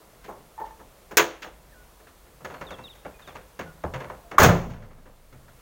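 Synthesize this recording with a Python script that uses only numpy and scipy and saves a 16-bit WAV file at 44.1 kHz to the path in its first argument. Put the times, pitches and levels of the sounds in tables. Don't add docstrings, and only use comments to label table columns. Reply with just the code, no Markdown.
import sys
import numpy as np
from scipy import signal
from scipy.io import wavfile
from scipy.ndimage import uniform_filter1d

SR = 44100
rng = np.random.default_rng(int(sys.argv[2]) if len(sys.argv) > 2 else 0)


def store_pcm(level_fs):
    pcm = np.round(np.clip(level_fs, -1, 1) * 32767).astype(np.int16)
    wavfile.write(sys.argv[1], SR, np.atleast_2d(pcm).T)


def volts(x):
    e = np.asarray(x, float) / 20
    return 10 ** e


N = 247401


def column(table, hz, index):
    table = np.array(table)
    return np.interp(np.log(hz), np.log(table[:, 0]), table[:, index])


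def rms_one(x):
    return x / np.sqrt(np.mean(x ** 2) + 1e-20)


def drift(rate_hz):
    knots = rng.standard_normal(400)
    return np.interp(np.arange(N) / SR * rate_hz, np.arange(400), knots)


def third_octaves():
    edges_hz = 22 * 2 ** (np.arange(30) / 3)
    for low, high in zip(edges_hz, edges_hz[1:]):
        yield np.sqrt(low * high), signal.butter(2, [low, high], "band", fs=SR, output="sos")


def resonance(x, hz, width_hz):
    r = np.exp(-np.pi * width_hz / SR)
    poles = [1, -2 * r * np.cos(2 * np.pi * hz / SR), r * r]
    return signal.lfilter([(1 - r * r) / 2, 0, (r * r - 1) / 2], poles, x)


def clicks(times_s, sizes):
    train = np.full(N, 1e-18)
    at = np.minimum((np.asarray(times_s) * SR).astype(int), N - 1)
    np.add.at(train, at, sizes)
    return train


def fade(x, t60_s):
    return signal.lfilter([1], [1, -volts(-60 / (t60_s * SR))], x)


def ring(x, hz, t60_s):
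    r = volts(-60 / (t60_s * SR))
    w = 2 * np.pi * hz / SR
    return signal.lfilter([0, np.sin(w)], [1, -2 * r * np.cos(w), r * r], x)


def heard(times_s):
    ring_out_s = 1.3
    return slice(int(min(times_s) * SR), int((max(times_s) + ring_out_s) * SR))


def struck(modes, times_s, levels_db):
    chance = rng.uniform(-1, 1, (len(times_s), len(modes)))
    signs = np.sign(np.sin(50 * chance))
    sizes = volts(np.reshape(levels_db, (-1, 1)) + 4 * chance) * signs
    out, span = np.zeros(N), heard(times_s)
    for k, (hz, mode_db, t60_s) in enumerate(modes):
        hits = clicks(times_s, sizes[:, k])[span]
        out[span] += volts(mode_db) * ring(hits, hz, t60_s)
    return out


def bursts(table, bluntness):
    out = np.zeros(N)
    for s, length_s, hz, level_db in table:
        t = np.arange(int(length_s * SR)) / SR
        swell = np.sin(np.pi * t / length_s) ** bluntness
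        out[int(s * SR):][:len(t)] += volts(level_db) * swell * np.sin(2 * np.pi * hz * t)
    return out


def voiced(contacts, kind):
    s, peak_db, hard_db, weight_db = np.transpose(contacts)
    edge_db, sizzle_db, sizzle_per_hard_db, tail_db, loss_db_per_s = kind
    edges_db = edge_db + hard_db
    sizzles_db = sizzle_db + sizzle_per_hard_db * hard_db
    tails_db = tail_db - loss_db_per_s * (s - s[0])
    return np.transpose([s, peak_db, weight_db, edges_db, sizzles_db, tails_db])


# f/Hz, colour/dB, first t60/s, tail t60/s
SHEET_BANDS = [(35.3, -11, 0.1, 0.81), (83, 0, 0.31, 0.99), (160, -2, 0.22, 0.95), (312, -4, 0.25, 0.67),
               (560, -1, 0.31, 0.68), (926, -5, 0.19, 0.56), (1640, 5, 0.12, 0.4), (3000, 2, 0.16, 0.46),
               (5300, -2, 0.093, 0.34), (5940, -4.5, 0.13, 0.33), (7850, -4.5, 0.038, 0.24),
               (12400, -3, 0.032, 0.15), (16000, -5, 0.031, .22)]


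def sheet(contacts, damping, rise_s, thump_db, grit_db, crack_db):
    s, peak_db, boom_db, edge_db, sizzle_db, tail_db = np.transpose(contacts)
    span, out = heard(s), np.zeros(N)
    roughness_db = grit_db * np.repeat(rng.standard_normal(N // 32 + 1), 32)[:N]
    grit = rms_one(rng.standard_normal((2, N)) * volts(roughness_db))[:, span]
    soft = np.exp(-1 / (rise_s * SR))
    for k, (hz, band) in enumerate(third_octaves()):
        boom_share = np.interp(np.log(hz), np.log([160, 1000]), [1, 0])
        edge_share = np.interp(np.log(hz), np.log([1000, 3500, 9000]), [0, 1, 0])
        sizzle_share = np.interp(np.log(hz), np.log([3500, 9000]), [0, 1])
        level_db = peak_db - 11.5 + column(SHEET_BANDS, hz, index=1)
        level_db += thump_db * np.clip(np.log2(200 / hz), 0, 2)
        level_db += boom_share * boom_db + edge_share * edge_db + sizzle_share * sizzle_db
        first_t60_s = damping * column(SHEET_BANDS, hz, index=2)
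        tail_t60_s = damping * column(SHEET_BANDS, hz, index=3)
        first = fade(clicks(s, volts(level_db))[span], first_t60_s)
        tail = fade(clicks(s, volts(level_db + tail_db))[span], tail_t60_s)
        shape = signal.lfilter([1 - soft], [1, -soft], np.hypot(first, tail))
        crack = clicks(s, volts(level_db + crack_db) * np.sqrt(SR / hz))[span]
        per_band = np.sqrt(SR / 2 / (.23 * hz))
        out[span] += signal.sosfilt(band, per_band * (grit[k % 2] * shape + crack))
    return out


def walls(x):
    tail_db, t60_s, first_return_s = -41, .55, .03
    t = np.arange(SR // 2) / SR
    haze = volts(tail_db - 60 * t / t60_s) * rng.standard_normal(len(t)) * (t > first_return_s)
    return signal.fftconvolve(x, haze)[:N]


# f/Hz, density/dB per Hz
YARD_SPECTRUM = [(12, -37), (20, -5.5), (53, -1.5), (99, -15.5), (147, -11.5), (250, -18), (417, -16),
                 (594, -13), (710, -19.5), (968, -18), (4000, -34.5), (5200, -49.5), (8800, -120)]


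def yard(patchy_db):
    white = rng.standard_normal((2, N))
    together, out = .4 * drift(3), np.zeros(N)
    for k, (hz, band) in enumerate(third_octaves()):
        swell_db = patchy_db * (together + drift(23))
        gain = volts(column(YARD_SPECTRUM, hz, index=1) + swell_db)
        out += gain * signal.sosfilt(band, white[k % 2])
    return volts(-54.5) * rms_one(out)


# f/Hz, width/Hz, level/dB
ENGINE_DRONES = [(50.52, 3.7, -60.5), (130, 14, -72.5)]


def engines():
    out = np.zeros(N)
    for hz, width_hz, level_db in ENGINE_DRONES:
        narrow = resonance(rng.standard_normal(N), hz, width_hz)
        out += volts(level_db) * rms_one(resonance(narrow, hz, width_hz))
    return out


# t/s, start f/Hz, length/s, first level/dB, second
# level/dB
CHIRP_PAIRS = [
    (2.666, 3700, .043, -46, -47),
    (2.838, 3840, .051, -41, -46),
    (3.218, 3710, .052, -54, -53),
]
# t/s, length/s, f/Hz, sag/Hz, level/dB
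LEVEL_PEEPS = [
    (1.72, .03, 1850, 400, -53),
    (1.75, .09, 1480, 30, -53),
    (2.53, .085, 4400, 200, -64),
    (2.71, .07, 2720, 40, -58),
    (2.78, .08, 2650, -100, -55),
    (2.79, .05, 5500, 50, -71),
    (3.14, .04, 2480, 60, -56),
    (3.19, .035, 2460, -30, -58),
    (3.662, .05, 1480, 70, -46),
]


def bird_notes():
    second_delay_s = .0495
    out = []
    for s, hz, length_s, first_db, second_db in CHIRP_PAIRS:
        knee_hz = .875 * hz
        out.append((s, length_s, hz, knee_hz, .62 * hz, first_db))
        out.append((s + second_delay_s, length_s, hz, knee_hz, .8 * hz, second_db))
    for s, length_s, hz, sag_hz, level_db in LEVEL_PEEPS:
        out.append((s, length_s, hz, hz - .75 * sag_hz, hz - sag_hz, level_db))
    return out


def birds():
    out = np.zeros(N)
    for s, length_s, start_hz, knee_hz, end_hz, level_db in bird_notes():
        u = np.linspace(0, 1, int(length_s * SR))
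        glide_hz = np.interp(u ** 1.55, [0, .72, 1], [start_hz, knee_hz, end_hz])
        flick_hz = 1.1 * (start_hz - end_hz) * np.exp(-u / .022)
        phase = 2 * np.pi * np.cumsum(glide_hz + flick_hz) / SR
        waver_db = np.interp(u, np.linspace(0, 1, 8), 2.5 * rng.standard_normal(8))
        swell_db = np.interp(u, [0, .08, .75, .88, 1], [-15, 0, -4, -5, -13])
        out[int(s * SR):][:len(u)] += volts(level_db) * volts(waver_db + swell_db) * np.sin(phase)
    return out + walls(out)


# f/Hz, level/dB, t60/s
ROD_MODES = [(885, 4.5, 0.15), (940, -15, 0.22), (1190, -27, 0.24), (1206, -33, 0.15), (1780, -11, 0.077)]
# t/s, level/dB
SLIPS = [
    (.579, -37.5),
    (.587, -38.5),
    (.600, -41),
    (.616, -34),
    (.650, -40),
    (.665, -45),
    (0.682, -46),
    (.708, -42),
    (.735, -53),
    (.815, -49.5),
]
# t/s, length/s, f/Hz, level/dB
SQUEAKS = [
    (.611, 0.022, 885, -25.5),
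    (.638, 0.011, 885, -26.5),
    (.592, 0.011, 820, -35),
]


def prop_rod():
    slips_s, slips_db = np.transpose(SLIPS)
    hum = resonance(struck(ROD_MODES, slips_s, slips_db), hz=1050, width_hz=1400)
    return hum + bursts(SQUEAKS, bluntness=0.68)


# t/s, peak level at 500-2000 Hz/dB, hardness/dB, weight/dB
TAPS = [(0.004, -46, -13, -17), (0.238, -43.5, 19, -1.5), (0.282, -26.5, -32, -16.5), (0.311, -60, -8, -13),
        (0.596, -26, -28.5, -26), (0.653, -45, 12, -21), (0.793, -39, -4.5, -5), (1.109, -30, 6.5, -2.5),
        (1.419, -31, 23.5, -25), (1.441, -27, -11, -14.5), (1.995, -44.5, 3, -6), (2.067, -43, 13, -37),
        (2.26, -47.5, 7, -9)]
# t/s, peak level at 500-2000 Hz/dB, hardness/dB, weight/dB
SNAP = [
    (1.170, -10, 1, -20.5),
    (1.177, -19, 0.5, -30.5),
    (1.183, -28.5, -14.5, -20.5),
    (1.193, -8.5, -17.5, -26.5),
]
# edge/dB, sizzle/dB, sizzle per hardness/dB per dB, tail/dB, tail loss/dB per s
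TAP_VOICE = (-24, -18, 0.24, -2, 4.5)
SNAP_VOICE = (-1, 2.5, 3.2, -17.5, 7)
BEAM_MODES = [(317, -10, 0.45), (343.7, -3.5, 0.28), (425.7, -3.5, 0.25), (434.3, 1, 0.24),
              (511, -5.5, 0.33), (975, -4.5, 0.26), (1150, -14.5, 0.13), (1340, -4, 0.12),
              (1685, -9, 0.078), (1800, -12, 0.25), (2260, -13, 0.064), (2486, -18, 0.1),
              (2900, -24, 0.082)]


def rod_clip():
    taps, snap = voiced(TAPS, TAP_VOICE), voiced(SNAP, SNAP_VOICE)
    out = sheet(taps, damping=0.7, rise_s=0.0047, thump_db=-8, grit_db=-2.0, crack_db=-24)
    out += sheet(snap, damping=0.99, rise_s=0.00059, thump_db=-9, grit_db=2.0, crack_db=8.5)
    out += struck(BEAM_MODES, taps[:, 0], taps[:, 1] - 18)
    return out + struck(BEAM_MODES, snap[:, 0], snap[:, 1] - 12)


# t/s, peak level at 500-2000 Hz/dB, hardness/dB, weight/dB
CATCH_JUDDERS = [(2.406, -43, -3, -4), (2.447, -28.5, 4.5, -15), (2.5, -34, 0, -15), (2.541, -33, -4, -25),
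                 (2.612, -27, 1, -11.5), (2.706, -31, 3, -10.5), (2.786, -33, -10, -10),
                 (2.952, -48, 8, -40), (3.05, -29.5, -5, -10), (3.275, -33.5, 4.5, -20),
                 (3.353, -32.5, 3, -14), (3.592, -25, 4.5, -9.5), (3.838, -21.5, -21, -7),
                 (3.938, -22, 1, -22), (4.004, -27, -3, -25), (4.039, -33.5, -10, -4.5),
                 (4.099, -28, -9.5, -22.5)]
# t/s, peak level at 500-2000 Hz/dB, hardness/dB, weight/dB
PANEL_CREAKS = [(3.19, -51.5, 2.5, -30), (4.314, -29.5, -8, -11.5), (4.345, -33, -16.5, -15),
                (4.699, -37.5, 3, -31), (4.735, -38, -3, -19), (4.822, -37, -5.5, -5),
                (4.909, -43, -6, -12), (4.978, -52, -3, 7), (5.056, -40, -10, -4.5), (5.326, -44.5, 1, 5.5),
                (5.479, -47, -3, -13.5), (5.588, -54, 2, -27)]
# edge/dB, sizzle/dB, sizzle per hardness/dB per dB, tail/dB, tail loss/dB per s
JUDDER_VOICE = (-19, -31.5, 2.6, -7, 0.7)
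CREAK_VOICE = (-13, -21, 1.5, 6.5, 5.25)
# f/Hz, level/dB, t60/s
HELD_MODES = [(78, -18, 0.28), (135, -8.5, 0.17), (172, -17, 0.43), (265, -17, .2), (396.5, -9, 0.13),
              (469, -18.5, 0.43), (520.8, -11.5, 0.46), (592, -8, 0.23), (720, -12.5, .12), (960, -15, .14),
              (1242, -7, 0.055)]


def loose_panel():
    judders, creaks = voiced(CATCH_JUDDERS, JUDDER_VOICE), voiced(PANEL_CREAKS, CREAK_VOICE)
    contacts = np.vstack([judders, creaks])
    out = sheet(contacts, damping=0.79, rise_s=.0008, thump_db=-3.5, grit_db=4.0, crack_db=7)
    return out + struck(HELD_MODES, contacts[:, 0], contacts[:, 1] - 6.5)


# t/s, length/s, f/Hz, level/dB
GROANS = [
    (4.215, 0.11, 685, -52),
    (4.24, 0.04, 613, -57),
]


def hinge():
    return bursts(GROANS, bluntness=0.65)


# t/s, f/Hz, level/dB, t60/s
BAY_RESPONSES = [(3.642, 163.5, -48, 0.65), (3.843, 78, -38.5, 0.44), (3.86, 135, -40, 0.15),
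                 (3.953, 131.3, -35, 0.26), (4.398, 81.3, -15.5, 0.53), (4.49, 172, -10.5, 0.4),
                 (4.48, 118, -20.5, 0.64), (4.499, 59, -34, 1.1), (4.50, 138.2, -20.5, 0.64),
                 (4.55, 23.66, -34.5, 2.2), (5.332, 130, -48.5, .4)]


def engine_bay():
    out = np.zeros(N)
    for s, hz, level_db, t60_s in BAY_RESPONSES:
        half_cycle = int(SR / hz / 2)
        push = uniform_filter1d(clicks([s], volts(level_db + 9)), size=half_cycle)
        out += ring(push, hz, t60_s)
    return out


# t/s, length/s, f/Hz, level/dB
LATCH_CHATTER = [
    (4.3822, 0.0058, 1150, 7.5),
    (4.3822, .006, 1560, -8),
    (4.419, 0.0064, 1180, -1),
    (4.43, .008, 620, -17),
    (4.444, 0.0047, 620, 1),
    (4.458, 0.024, 150, 0.5),
]


def latch():
    return bursts(LATCH_CHATTER, bluntness=0.47)


# t/s, peak level at 500-2000 Hz/dB, hardness/dB, weight/dB
SLAM_BLOWS = [
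    (4.381, 5, -4, -12),
    (4.398, -6.5, 10, -1.5),
    (4.417, -1.5, 2.5, -13.5),
    (4.429, -3, 12.5, -19.5),
    (4.441, -5, 8, -2),
    (4.465, -12.5, -11, 2.5),
    (4.487, -3.5, -8.5, -14.5),
    (4.52, -22, -12, -3),
]
# edge/dB, sizzle/dB, sizzle per hardness/dB per dB, tail/dB, tail loss/dB per s
SLAM_VOICE = (-18.5, -15, 1.03, -6.5, 130.5)
# f/Hz, level/dB, t60/s
SHUT_MODES = [(172, -7, 0.4), (200, -14.5, 0.44), (321, -18, 0.04), (415.4, -28, 0.36), (491.5, -1, 0.12),
              (674, -16.5, 0.29), (604, -41, 0.5), (966, -19, 0.27), (1025, -15, 0.62), (1077, -37, 0.45),
              (1060, -27.5, 0.39), (1300, -36.5, 0.33), (1324, -45.5, 0.47), (1390, -31.5, 0.3)]


def slam():
    blows = voiced(SLAM_BLOWS, SLAM_VOICE)
    crash = sheet(blows, damping=0.88, rise_s=0.0027, thump_db=-2.5, grit_db=1.0, crack_db=-13.5)
    echo = volts(-10) * walls(signal.lfilter([1, -1], [1, -.7], crash))
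    modes = struck(SHUT_MODES, blows[1:, 0], blows[1:, 1] - 9)
    return crash + echo + modes


def bonnet():
    return loose_panel() + hinge() + engine_bay() + latch() + slam()


def scene():
    background = yard(patchy_db=1.2) + engines() + birds()
    return (background + prop_rod() + rod_clip() + bonnet())[None]


def band_limit(x):
    return signal.sosfilt(signal.butter(12, 16820, fs=SR, output="sos"), x)


# f/Hz, width/Hz, gain/dB
PORT_RESONANCES = [(6500, 600, 13), (15500, 1200, 16.5)]


def record(dry):
    x = dry[0]
    for hz, width_hz, gain_db in PORT_RESONANCES:
        x = x + (volts(gain_db) - 1) * resonance(x, hz, width_hz)
    x = x + volts(-59.5) * rng.standard_normal(N)
    level_db = 10 * np.log10(uniform_filter1d(x ** 2, size=6000) + 1e-12)
    recovery_db = 8.56 * np.arange(N) / SR
    excess_db = 0.51 * np.maximum(level_db + 22.0, 0)
    duck_db = np.maximum.accumulate(excess_db + recovery_db) - recovery_db
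    duck_db = signal.lfilter([.001], [1, -.999], duck_db)
    x = signal.sosfilt(signal.ellip(10, .5, 45, 15950, fs=SR, output="sos"), x)
    x = np.clip(x * volts(-duck_db), -.98, .98)
    return band_limit(x[None])


dry = scene()
out = record(dry)
store_pcm(out)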